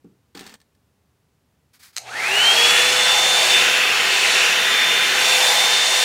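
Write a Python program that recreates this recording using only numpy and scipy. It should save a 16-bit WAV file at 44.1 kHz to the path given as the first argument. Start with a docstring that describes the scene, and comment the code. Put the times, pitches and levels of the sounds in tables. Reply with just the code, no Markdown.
"""A soft thump in a quiet room, then a plastic hair clip rattles as it is picked up.
Hands slide over a hot-air brush, its switch snaps, and a small motor spins a seven-blade fan up to a
steady whine. Air rushes through the duct and out between the bristles, changing colour as the brush
is turned and drawn through hair."""
import sys
import numpy as np
from scipy import signal
from scipy.fft import rfft, irfft, next_fast_len
from scipy.io import wavfile
from scipy.ndimage import uniform_filter1d, map_coordinates

SR = 44100
rng = np.random.default_rng(int(sys.argv[2]) if len(sys.argv) > 2 else 0)


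def master_out(mix):
    """Clip the mix to full scale and print it as 16-bit PCM to the path in sys.argv[1]."""
    frames = np.transpose(np.atleast_2d(mix))
    ceiling = np.clip(frames, -1, 1)
    pcm = np.round(ceiling * 32767).astype(np.int16)
    wavfile.write(sys.argv[1], SR, pcm)


N = 266364
TIME_S = np.arange(N) / SR
BLADES = 7

# finest outlet jets at full speed: (time [s], level [dB])
JET_DB = [(2.68, -31), (3.0, -35), (3.52, -33.3), (3.95, -36), (5.16, -34.5), (5.3, -31.5), (5.55, -30),
          (5.82, -37), (6.02, -31.5)]
# hollow note near 2.7 kHz, swelling and fading as the brush moves: (time [s], full-speed level [dB])
HOLLOW_NOTE_DB = [(2.37, -29), (2.5, -28), (2.64, -19), (3.0, -28), (3.43, -33), (3.56, -19), (4.0, -25),
                  (4.33, -28), (4.44, -17.5), (4.7, -35), (5.05, -38), (5.2, -28.5), (5.44, -25.5),
                  (5.55, -40)]
def air():
    """The fan drives air from the intake through the barrel and out between the bristles."""
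    intake = flow_gain(-37, drop_db=34, bend=1.5, hair_db=1, facing_db=-3.5)
    intake *= turbulence(65, 502, patchy_db=-0.9)
    # the barrel's note stands out when facing the listener and while the flow is slow
    note_gain = amp(-10 + 9.7 * curve(FACING_SHARE)) + amp(3) * (1 - spin())
    barrel = flow_gain(-31.5, drop_db=25.5, bend=1.4, hair_db=-1.3, facing_db=5)
    barrel *= turbulence(544, 1146, patchy_db=1.55) + note_gain * resonance(799, width_hz=106)
    rush = flow_gain(-19.5, drop_db=49.5, bend=2.5, facing_db=-1.86) * amp(0.35 * wobble(25))
    rush *= turbulence(1197, 3510, patchy_db=2)
    hiss = flow_gain(-20.5, drop_db=39, bend=1.02, hair_db=-5.5)
    hiss *= turbulence(3400, 6670, patchy_db=1.66)
    top_hiss = flow_gain(-27, drop_db=39, bend=1.1, hair_db=-12.5)
    top_hiss *= turbulence(7450, 9260, patchy_db=2.3)
    jets = amp(curve(JET_DB) + rise_db(drop_db=45, bend=1.17)) * turbulence(9200, 17500, patchy_db=0.5)
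    hollow_note = spin() ** 4.7 * amp(curve(HOLLOW_NOTE_DB)) * resonance(2670, width_hz=230)
    running = np.clip(shaft_hz() / 150, 0, 1)
    return running * (intake + barrel + rush + hiss + top_hiss + jets + hollow_note)


# moving air: (frequency [Hz], relative density [dB])
FLOW_SPECTRUM_DB = [(40, -40), (90, -34), (160, -18), (310, -17), (400, -8), (800, -14), (1150, -6),
                    (1600, -1.5), (2750, -1), (3700, -5), (6800, -9), (9500, -15.5), (12000, -21),
                    (15600, -25)]
def turbulence(lo_hz, hi_hz, patchy_db):
    """One band of duct turbulence with drifting patches of colour, rms 1."""
    def response(hz):
        edges = (1 + (lo_hz / (hz + 1)) ** 14) * (1 + (hz / hi_hz) ** 14)
        return colour(FLOW_SPECTRUM_DB, hz) * duct(hz) / np.sqrt(edges)
    hz, frame_s, spectrum = signal.stft(noise(response), SR, nperseg=1024)
    patches = uniform_filter1d(rng.standard_normal(spectrum.shape), size=4, axis=0)
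    patches = unit(uniform_filter1d(patches, size=16, axis=1))
    # a slow fan's eddies reach only up to the blade rate
    blade_hz = BLADES * np.interp(frame_s, TIME_S, shaft_hz())
    excess_hz = np.minimum(hz, blade_hz.max())[:, None] - blade_hz
    in_band = (lo_hz < blade_hz) * (blade_hz < hi_hz)
    cut_db = 7.5 * np.clip(excess_hz / 400, 0, 1) * in_band
    return unit(signal.istft(spectrum * amp(patchy_db * patches - cut_db), nperseg=1024)[1][:N])


# hair over the bristles: (time [s], cover [0-1])
HAIR_SHARE = [(3.52, 0.09), (3.84, 0.9), (4.05, 0.7), (4.33, 0.2), (4.44, 0.26), (4.58, 0.86), (4.75, 0.96),
              (5.14, 0.75), (5.28, 0.04)]
# barrel mouth turned to the listener: (time [s], facing [0-1])
FACING_SHARE = [(2.3, 0.21), (2.47, .55), (2.75, .1), (3.38, 0.76), (3.58, 0.14), (4.4, 0.13), (5.15, 0),
                (5.5, 0.96), (5.75, 0.37), (6.0, 0.38)]
# nearness of the brush: (time [s], gain [dB])
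NEARNESS_DB = [(2.42, 0.6), (2.68, 2.0), (2.95, 0.6), (3.3, -0.5), (3.6, 1), (3.9, -0.6), (4.35, 0.27),
               (4.72, -0.6), (5.35, 0.25), (6.0, -1.1)]
def flow_gain(base_db, drop_db, bend, hair_db=0, facing_db=0):
    """Gain of one part of the flow, following fan speed, hair cover, direction and nearness."""
    handling_db = hair_db * curve(HAIR_SHARE) + facing_db * curve(FACING_SHARE) + curve(NEARNESS_DB)
    return amp(base_db + rise_db(drop_db, bend) + handling_db)


def rise_db(drop_db, bend):
    """Flow level climbs from -drop_db to 0 as the fan gathers speed."""
    return -drop_db * (1 - spin()) ** bend


# duct and barrel: (centre [Hz], width [Hz], gain [dB])
DUCT_MODES = [(241, 27, 2.5), (357, 49, -5), (377.7, 26, 7.5), (442, 18, -4.5), (472.5, 17, 6.5),
              (671, 120, 7.5), (829, 133, 9), (1873, 40, 2.5), (2840, 180, 1.5), (4460, 340, 3),
              (4860, 330, -5), (5630, 490, 0.5), (6720, 500, 1.5)]
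def duct(hz):
    """Gain of the air path's resonances and notches."""
    return amp(sum(db / (1 + (2 * (hz - centre) / width) ** 2) for centre, width, db in DUCT_MODES))


def resonance(centre_hz, width_hz):
    """Air noise ringing in one cavity."""
    return noise(lambda hz: 1 / (1 + ((hz - centre_hz) / width_hz) ** 2))


def motor():
    """Blade tone, rotor shake and weak orders follow one shaft; the supply hums under them."""
    shaft_rad = 2 * np.pi * np.cumsum(shaft_hz()) / SR + 0.015 * wobble(60)
    tones = blade_tone(shaft_rad) + rotor_shake(shaft_rad) + motor_orders(shaft_rad) + supply_hum()
    return np.sqrt(2) * tones


# running speed: (time [s], shaft rate [Hz])
RUNNING_HZ = [(2.42, 509), (2.72, 506), (3.25, 510.4), (3.6, 507.9), (4.2, 509.5), (5.1, 509), (5.4, 508),
              (5.7, 512.5), (5.9, 511.4)]
def shaft_hz():
    """The shaft spins up, then shifts a little with the load on the fan."""
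    return spin() * curve(RUNNING_HZ)


def spin(start_s=2.0, tau_s=0.221):
    """Share of running speed reached, 0-1."""
    return 1 - np.exp(-np.maximum(TIME_S - start_s, 0) / tau_s)


# blade tone: (time [s], full-speed level [dB])
WHINE_DB = [(2.28, -21.5), (2.46, -14), (2.66, -17), (2.76, -20.5), (2.97, -22), (3.25, -18.5), (3.47, -23),
            (3.56, -15), (3.63, -29.5), (3.85, -26.5), (3.97, -38), (4.1, -27.5), (4.42, -31),
            (4.74, -22.5), (5.0, -21.5), (5.14, -30.5), (5.34, -20.5), (5.66, -19.5), (6.02, -25)]
# gaps between its beams sweep past the listener: (time [s])
BEAM_GAPS_S = [2.556, 2.942, 3.482, 5.401, 5.539]
def blade_tone(shaft_rad, onset_share=0.28, gap_depth_db=13, gap_width_s=0.015):
    """The beamed whine swells and fades as the brush moves, and flutters quickly."""
    build = np.maximum(spin() - onset_share, 0) / (1 - onset_share)
    gaps_db = gap_depth_db * sum(np.exp(-((TIME_S - s) / gap_width_s) ** 2) for s in BEAM_GAPS_S)
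    gain = build * amp(curve(WHINE_DB) - gaps_db + 1.3 * wobble(40))
    return gain * np.sin(BLADES * shaft_rad + 0.14 * wobble(70))


# housing shake: (time [s], full-speed level before the duct [dB])
SHAKE_DB = [(2.22, -41), (2.33, -27.5), (2.46, -38), (2.7, -34), (2.98, -32.5), (3.15, -38.5), (3.6, -38),
            (4.1, -46.5), (4.35, -39.5), (4.93, -47), (5.4, -33), (5.72, -43.5), (6.0, -37.5)]
def rotor_shake(shaft_rad):
    """Unbalance shakes the housing once a turn, sweeping up through the duct's resonances."""
    gain = spin() ** 3.8 * duct(shaft_hz()) * amp(curve(SHAKE_DB) + 0.74 * wobble(25))
    return gain * np.sin(shaft_rad + 0.17 * wobble(25))


# shaft harmonics: (order [x shaft rate], relative level [dB])
ORDERS_DB = [(2, -35), (3, -34), (4, -34), (6, -30.5), (8, -38.5), (10, -38), (11, -40), (14, -35.5),
             (15, -64)]
def motor_orders(shaft_rad):
    """Weak motor tones, rough with shifting strength and phase."""
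    tones = np.zeros(N)
    for order, db in ORDERS_DB:
        drifting = 0.77 * np.sin(order * shaft_rad + 0.5 * wobble(10))
        rough = 0.56 * wobble(55) * np.cos(order * shaft_rad)
        tones += amp(db - 3) * (drifting + rough)
    return spin() ** 3 * tones


# hum, weaker when the handle points away: (time [s], level [dB])
HUM_DB = [(2.03, -58.5), (2.6, -53), (4.5, -59), (5.3, -57), (5.6, -65)]
def supply_hum(ripple_hz=120, attack_s=0.09):
    """Supply ripple hums once the switch has closed."""
    powered = np.clip((TIME_S - SWITCH_ON_S) / attack_s, 0, 1)
    return powered * amp(curve(HUM_DB) + 1.9 * wobble(7.4)) * np.sin(2 * np.pi * ripple_hz * TIME_S)


# switch detents: (time [s], relative level [dB])
DETENTS_DB = [(1.9624, -29), (1.9661, -16), (1.9728, -26), (1.9756, -17.5), (1.98, -23), (1.982, -14.5)]
SWITCH_ON_S = DETENTS_DB[-1][0]
# switch colour: (frequency [Hz], gain [dB])
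SWITCH_FILTER_DB = [(180, -54), (300, -26), (1920, -4.5), (2160, -6), (2550, -5), (3440, -11), (4190, 1.5),
                    (5740, -3.5), (6240, -0.5), (13800, -20), (15800, -32)]
def switch():
    """Plastic snaps past the detents, each a hard edge with a brief buzz behind it."""
    snaps = np.zeros(N)
    for s, db in DETENTS_DB:
        add(snaps, s, amp(db + 8) * burst(t60_s=0.003) + amp(db + 4) * burst(t60_s=0.012))
    return in_room(filtered(snaps, lambda hz: colour(SWITCH_FILTER_DB, hz)), wet_db=-9, t60_s=0.3)


def barrel_ring(level_db=-44, t60_s=0.56):
    """Air in the barrel rings on after the last snap."""
    since_s = np.maximum(TIME_S - SWITCH_ON_S, 0)
    return (since_s > 0) * amp(level_db - 60 * since_s / t60_s) * resonance(710, width_hz=90)


def thump():
    """The dull body of a soft bump on the table."""
    bump = np.zeros(N)
    add(bump, 0.0445, amp(-30.5) * burst(t60_s=0.34))
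    filter_db = [(50, -20), (130, 7.5), (400, -2), (600, -25), (1000, -24), (3000, -40), (9000, -53)]
    return filtered(bump, lambda hz: colour(filter_db, hz))


# clip contacts: (time [s], relative level [dB], table knock re that level [dB])
TAPS_DB = [(0.3502, -31.5, -6.5), (0.3734, -28, -22), (0.393, -26, -21), (0.4088, -30.5, -12),
           (0.4653, -29.5, -29), (0.4758, -34, -27), (0.4945, -33, -29), (0.54, -30, -30),
           (0.602, -46, -30), (0.615, -46, -28), (0.7497, -55, -28)]
# ring of clip and table: (frequency [Hz], relative level [dB], t60 [s])
CLIP_MODES = [(1775, -3.5, 0.041), (3300, -2, 0.014), (4420, 3, 0.011), (8430, 1, 0.017)]
TABLE_MODES = [(129, -15, 0.18), (187.6, -0.5, 0.22), (281, 1, 0.16), (381, 0.5, 0.1), (464, 1.5, 0.12),
               (790, -8, .06)]
def clip_rattle():
    hits = np.zeros(N)
    add(hits, 0.045, amp(-51.5) * ring(TABLE_MODES, attack_s=0.001) + amp(-61) * burst(t60_s=0.015))
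    for s, db, knock_db in TAPS_DB:
        add(hits, s, amp(db - 12) * ring(CLIP_MODES, attack_s=0.00044) + amp(db - 8) * burst(t60_s=0.04))
        add(hits, s, amp(db + knock_db - 5) * ring(TABLE_MODES, attack_s=0.00046))
    taps = filtered(hits, lambda hz: colour([(5000, 2.5), (8500, -0.5), (11000, -10), (15500, -9)], hz))
    return in_room(taps, wet_db=-11, t60_s=0.12)


# scrape: (frequency [Hz], relative density [dB])
SCRAPE_SPECTRUM_DB = [(47, -52), (80, -29), (236, 2), (335, -9), (456, -2), (621, -25), (774, -4),
                      (965, -11), (1750, -10), (3620, -12.5), (8360, -21), (9760, -29), (15500, -28)]
def clip_scrape(start_s=0.346, level_db=-43.5, fade_db_per_s=29):
    grain = unit(amp(2 * wobble(350)) * noise(lambda hz: colour(SCRAPE_SPECTRUM_DB, hz)))
    slowing = amp(level_db - fade_db_per_s * (TIME_S - start_s))
    return slowing * stroke(start_s, length_s=0.217, attack_s=0.007, release_s=0.0074) * grain


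# hand strokes: (time [s], length [s], level [dB])
HAND_SLIDES = [(1.73, 0.064, -54.5), (1.79, 0.14, -52.5), (1.825, 0.056, -51), (1.924, 0.07, -57)]
# skin friction: (frequency [Hz], relative density [dB])
SLIDE_SPECTRUM_DB = [(290, -54), (500, -24), (638, -31), (716, -14), (1200, -6), (2330, -4), (2690, -10),
                     (4770, -3), (5830, -8), (15500, -13)]
def hands():
    """Skin swishes over the plastic handle."""
    pressure = sum(amp(db) * stroke(s, length_s, attack_s=0.009, release_s=0.043)
                   for s, length_s, db in HAND_SLIDES)
    return pressure * noise(lambda hz: colour(SLIDE_SPECTRUM_DB, hz))


# still room: (frequency [Hz], relative density [dB])
ROOM_SPECTRUM_DB = [(15, -60), (25, -26), (53, -18), (73, -2.5), (91, -6), (119, -6), (289, -13),
                    (340, -19), (410, -15), (582, -20.5), (1020, -23), (1620, -26.5), (15500, -37.5)]
def room_tone(level_db=-65.5):
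    """Faint, steady, low noise."""
    return amp(level_db) * noise(lambda hz: colour(ROOM_SPECTRUM_DB, hz))


def in_room(x, wet_db, t60_s):
    """A sound plus the room's short reverberation."""
    tail = burst(t60_s)
    return x + amp(wet_db) * signal.fftconvolve(x, tail / np.linalg.norm(tail))[:N]


def ring(modes, attack_s):
    """One blow: damped modes at slightly random strengths; a soft contact starts them slowly."""
    t = np.arange(SR // 2) / SR
    swing = np.zeros(len(t))
    for hz, db, t60_s in modes:
        decay = amp(db + rng.normal(0, 1.7) - 60 * t / t60_s)
        swing += decay * np.sin(2 * np.pi * (hz * t + rng.random()))
    return swing * (1 - np.exp(-t / attack_s))


def burst(t60_s):
    """Decaying white noise."""
    t = np.arange(SR // 2) / SR
    return rng.standard_normal(len(t)) * amp(-60 * t / t60_s)


def stroke(start_s, length_s, attack_s, release_s):
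    """Rise, hold and fall envelope."""
    t = TIME_S - start_s
    return np.clip(t / attack_s, 0, 1) * np.clip((length_s - t) / release_s, 0, 1)


def wobble(rate_hz):
    """Smooth random curve, rate_hz knots a second."""
    coarse = np.arange(0, N, 32)
    knots = rng.standard_normal(int(N * rate_hz / SR) + 4)
    return np.interp(np.arange(N), coarse, map_coordinates(knots, [coarse * rate_hz / SR]))


def noise(response):
    """Shaped noise, rms 1."""
    return unit(filtered(rng.standard_normal(N), response))


def filtered(x, response):
    """Apply a gain that depends on frequency."""
    size = next_fast_len(N + SR // 2)
    return irfft(rfft(x, size) * response(np.fft.rfftfreq(size, 1 / SR)), size)[..., :N]


def colour(points, hz):
    """Gain from (frequency [Hz], level [dB]) points joined on a log axis."""
    point_hz, db = np.transpose(points)
    return amp(np.interp(np.log(hz + 1), np.log(point_hz + 1), db))


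def curve(points):
    """Per-sample values from (time [s], value) points."""
    return np.interp(TIME_S, *np.transpose(points))


def add(track, start_s, sound):
    """Mix a sound into a track."""
    part = track[round(start_s * SR):][:len(sound)]
    part += sound[:len(part)]


def amp(db):
    """Decibels to gain."""
    return 10 ** (np.asarray(db) / 20)


def unit(x):
    """Scale to rms 1."""
    return x / np.sqrt(np.mean(x ** 2) + 1e-20)


def scene():
    """All sources, the same in both channels."""
    mono = room_tone() + thump() + clip_rattle() + clip_scrape() + hands()
    mono += switch() + barrel_ring() + motor() + air()
    return np.array([mono, mono])


def record(dry, top_hz=15850):
    """Steep low-pass band limit."""
    return filtered(dry, lambda hz: np.clip((top_hz - hz) / 400 + 0.5, 0, 1))


dry = scene()
out = record(dry)
master_out(out)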